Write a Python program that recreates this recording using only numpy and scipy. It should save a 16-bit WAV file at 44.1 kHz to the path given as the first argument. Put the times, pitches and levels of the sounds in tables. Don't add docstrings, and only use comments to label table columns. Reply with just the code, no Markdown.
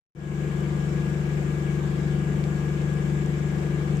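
import sys
import numpy as np
from scipy import signal
from scipy.fft import rfft, irfft
from scipy.io import wavfile
from scipy.ndimage import uniform_filter1d

SR = 44100
rng = np.random.default_rng(int(sys.argv[2]) if len(sys.argv) > 2 else 0)


def persist_wave(psi):
    counts = np.round(np.clip(psi, -1, 1) * 32767).astype(np.int16)
    wavfile.write(sys.argv[1], SR, np.atleast_2d(counts).T)


N = 176400


def amp(db):
    return 10 ** (np.asarray(db) / 20)


def bump(x, centre, width):
    return np.exp(-((x - centre) / width) ** 2)


def read(table, hz, column=1):
    table = np.array(table)
    return np.interp(np.log(hz + 1), np.log(table[:, 0] + 1), table[:, column])


def drift(rate_hz):
    size = 1024
    hz = np.fft.rfftfreq(size, N / SR / size)
    slow = irfft(rfft(rng.standard_normal(size)) / np.sqrt(1 + (hz / rate_hz) ** 4))
    slow /= slow.std()
    ramp = np.linspace(0, 1, N // (size - 1) + 1, endpoint=False)
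    return (slow[:-1, None] + np.diff(slow)[:, None] * ramp).ravel()[:N]


def partial(cycles, angle, waver, waver_hz):
    phase = 2 * np.pi * cycles + angle
    return (2 ** .5 + waver * drift(waver_hz)) * np.cos(phase) + waver * drift(waver_hz) * np.sin(phase)


def engine_cycles():
    # (time [s], firing rate [Hz])
    speed = [(0.41, 24.44), (0.82, 24.41), (1.23, 24.49), (1.64, 24.44), (2.05, 24.42), (2.46, 24.44),
             (2.87, 24.46), (3.28, 24.46), (3.68, 24.52)]
    times, rates = np.transpose(speed)
    t, firing_s = np.arange(N) / SR, .1864
    cycles = np.cumsum(np.interp(t, times, rates)) / SR
    return cycles - np.interp(firing_s, t, cycles), rates.mean()


def puffing_turbulence(cycles):
    # (frequency [Hz], depth [dB])
    puff = [(100, -1.2), (350, 1.6), (800, 0.9), (2500, 0.5), (6000, .5), (14000, 0.6)]
    puff_lag, patch_db, swell_db = 0.24, 1.23, 7.1
    hz, t, spectra = signal.stft(rng.standard_normal((2, N)), SR, nperseg=256, noverlap=192)
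    patches = uniform_filter1d(rng.standard_normal(spectra.shape[1:]), size=4, axis=0)
    patches = uniform_filter1d(patches, size=40, axis=1)
    beat = np.cos(2 * np.pi * (np.interp(t * SR, np.arange(N), cycles) - puff_lag))
    swell = swell_db * bump(t, centre=3.0, width=0.093) * bump(hz, centre=500, width=90)[:, None]
    spectra *= amp(read(puff, hz)[:, None] * beat + patch_db * patches / patches.std() + swell)
    return signal.istft(spectra, SR, nperseg=256, noverlap=192)[1][:, :N]


def roar(cycles):
    # (frequency [Hz], left density [dB], right density [dB])
    spectrum = [(22, -80.2, -80.7), (75, -67.5, -74), (108, -66.5, -72.5), (152, -54.5, -62),
                (220, -60, -64.5), (269, -70.5, -69.5), (330, -60.5, -66.5), (495, -63, -70),
                (622, -71.5, -87), (750, -69.5, -88.5), (1050, -76, -88), (1660, -76, -82.5),
                (1960, -76.5, -78.5), (2250, -78, -83.5), (3350, -83.5, -85.5), (4200, -93.5, -90.5),
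                (5500, -97, -88.5), (6300, -91, -89.5), (7530, -96, -83.5), (8900, -99.9, -97.5),
                (11700, -100.5, -106.4), (13700, -99.8, -106.3), (15300, -107.6, -111.9)]
    # (frequency [Hz], correlation [-1 to 1])
    correlation = [(60, 0.68), (150, 0.88), (340, 0.83), (640, 0.24), (1400, -0.41), (3000, 0.074),
                   (15000, -0.0065)]
    # (frequency [Hz], width [Hz], boost [dB])
    resonances = [(1180, 23, 1), (1637, 40, 1.5), (2265, 77, 4)]
    trim_db = -1
    common, separate = rfft(puffing_turbulence(cycles))
    hz = np.fft.rfftfreq(N, 1 / SR)
    alike = read(correlation, hz)
    left = common * amp(read(spectrum, hz, column=1))
    right = (alike * common + np.sqrt(1 - alike ** 2) * separate) * amp(read(spectrum, hz, column=2))
    colour_db = sum(db * bump(hz, centre, width) for centre, width, db in resonances)
    return np.sqrt(SR / 2) * irfft(np.array([left, right]) * amp(trim_db + colour_db), N)


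def ticks():
    # (time [s], right peak [dB], centre [Hz], width [octaves])
    snaps = [(2.4403, -23.5, 3000, 0.81), (2.818, -28, 3200, .9), (2.940, -36, 7000, .4),
             (3.101, -34, 6800, .4), (3.2617, -31, 6800, .3), (3.9715, -29, 7000, 0.27)]
    out, size, left_db = np.zeros((2, N)), 512, -19
    hz = np.fft.rfftfreq(size, 1 / SR)
    for at_s, peak_db, centre_hz, octaves in snaps:
        band = np.exp(-.5 * (np.log2((hz + 1) / centre_hz) / octaves) ** 2)
        snap = np.roll(irfft(band), size // 2)
        start = round(at_s * SR) - size // 2
        out[:, start:start + size] += amp([[peak_db + left_db], [peak_db]]) * snap / snap.max()
    return out


def casing(cycles, firing_hz):
    # (frequency [Hz], left [dB], right [dB])
    whine = [(758, -56, -64.5), (807, -59.5, -69), (880, -72, -78), (1076, -54.5, -68), (1174, -59.5, -58),
             (1198, -55, -77), (1443, -56.5, -68), (1565, -62.5, -57.5), (1633, -67, -60.5),
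             (1663.4, -49.5, -59), (2265, -58, -71)]
    # (frequency [Hz], left [dB], right [dB])
    clatter = [(533, -60.5, -61.5), (895, -64, -64), (1610, -67.5, -80), (2230, -74.5, -75),
               (3200, -78, -105)]
    out, trim_db = np.zeros((2, N)), -1
    ringing = {round(hz / firing_hz): levels for hz, *levels in whine}
    for multiple in range(22, 125):
        for side, angle in enumerate(rng.uniform(0, 2 * np.pi, 2)):
            if multiple in ringing:
                level_db = ringing[multiple][side]
                tone = partial(multiple * cycles, angle, waver=0.59, waver_hz=6.9)
            else:
                level_db = read(clatter, multiple * firing_hz, column=side + 1)
                tone = partial(multiple * cycles, angle, waver=0.5, waver_hz=5.5)
            out[side] += amp(trim_db + level_db) * tone
    return out


def exhaust(cycles, firing_hz):
    # (multiple [of the firing rate], left [dB], right [dB])
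    harmonics = [(2, -41.5, -49.5), (3, -37.5, -40), (4, -47.5, -59), (5, -81, -85), (6, -25, -30),
                 (7, -32, -38.0), (8, -33, -40), (9, -52, -62.0), (10, -53, -62.5), (11, -65.5, -69),
                 (12, -47, -57), (13, -42, -51), (14, -37.5, -44.5), (15, -41.4, -48.5), (16, -49, -55),
                 (17, -49.5, -51.5), (18, -50, -58), (19, -52, -66.5), (20, -51, -61), (21, -56.2, -78)]
    # (frequency [Hz], delay [s])
    delays = [(60, .003), (86, .0056), (110, .023), (135, .014), (159, .039), (183, .035), (208, .028),
              (235, .012), (305, .002), (330, .010), (355, .010), (380, .020), (430, .028), (500, .024)]
    # (time [s], level [dB])
    slow_level = [(.5, -.4), (.8, 0), (1.35, -0.6), (1.6, -0.4), (1.85, -0.3), (2.3, 0.8), (2.6, 0.04),
                  (3.3, 0.34), (3.9, -0.6)]
    trim_db, firing_spread_db = 0.06, 0.27
    out, angle = np.zeros((2, N)), 0
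    for multiple, left_db, right_db in harmonics:
        angle -= 2 * np.pi * firing_hz * read(delays, (multiple - .5) * firing_hz)
        waver = 0.1 * multiple * firing_hz / 300
        out += amp([[left_db], [right_db]]) * partial(multiple * cycles, angle, waver, waver_hz=4.0)
    slow_db = np.interp(np.arange(N) / SR, *np.transpose(slow_level))
    return out * amp(trim_db + slow_db + firing_spread_db * drift(firing_hz / 2))


def scene():
    cycles, firing_hz = engine_cycles()
    return exhaust(cycles, firing_hz) + casing(cycles, firing_hz) + roar(cycles) + ticks()


def record(dry):
    open_s, fade_s, opening_gain, closed_db = 0.15, 0.19, 0.1, -78.5
    cutoff_hz = 15400
    since_open = np.arange(N) / SR - open_s
    rise = 1 - (1 - opening_gain) * np.exp(-np.maximum(since_open, 0) / fade_s)
    fade = np.where(since_open < 0, amp(closed_db), rise)
    lowpass = signal.firwin(511, cutoff_hz, window=("kaiser", 9), fs=SR)
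    return signal.oaconvolve(dry * fade, lowpass[None], "same")


dry = scene()
out = record(dry)
persist_wave(out)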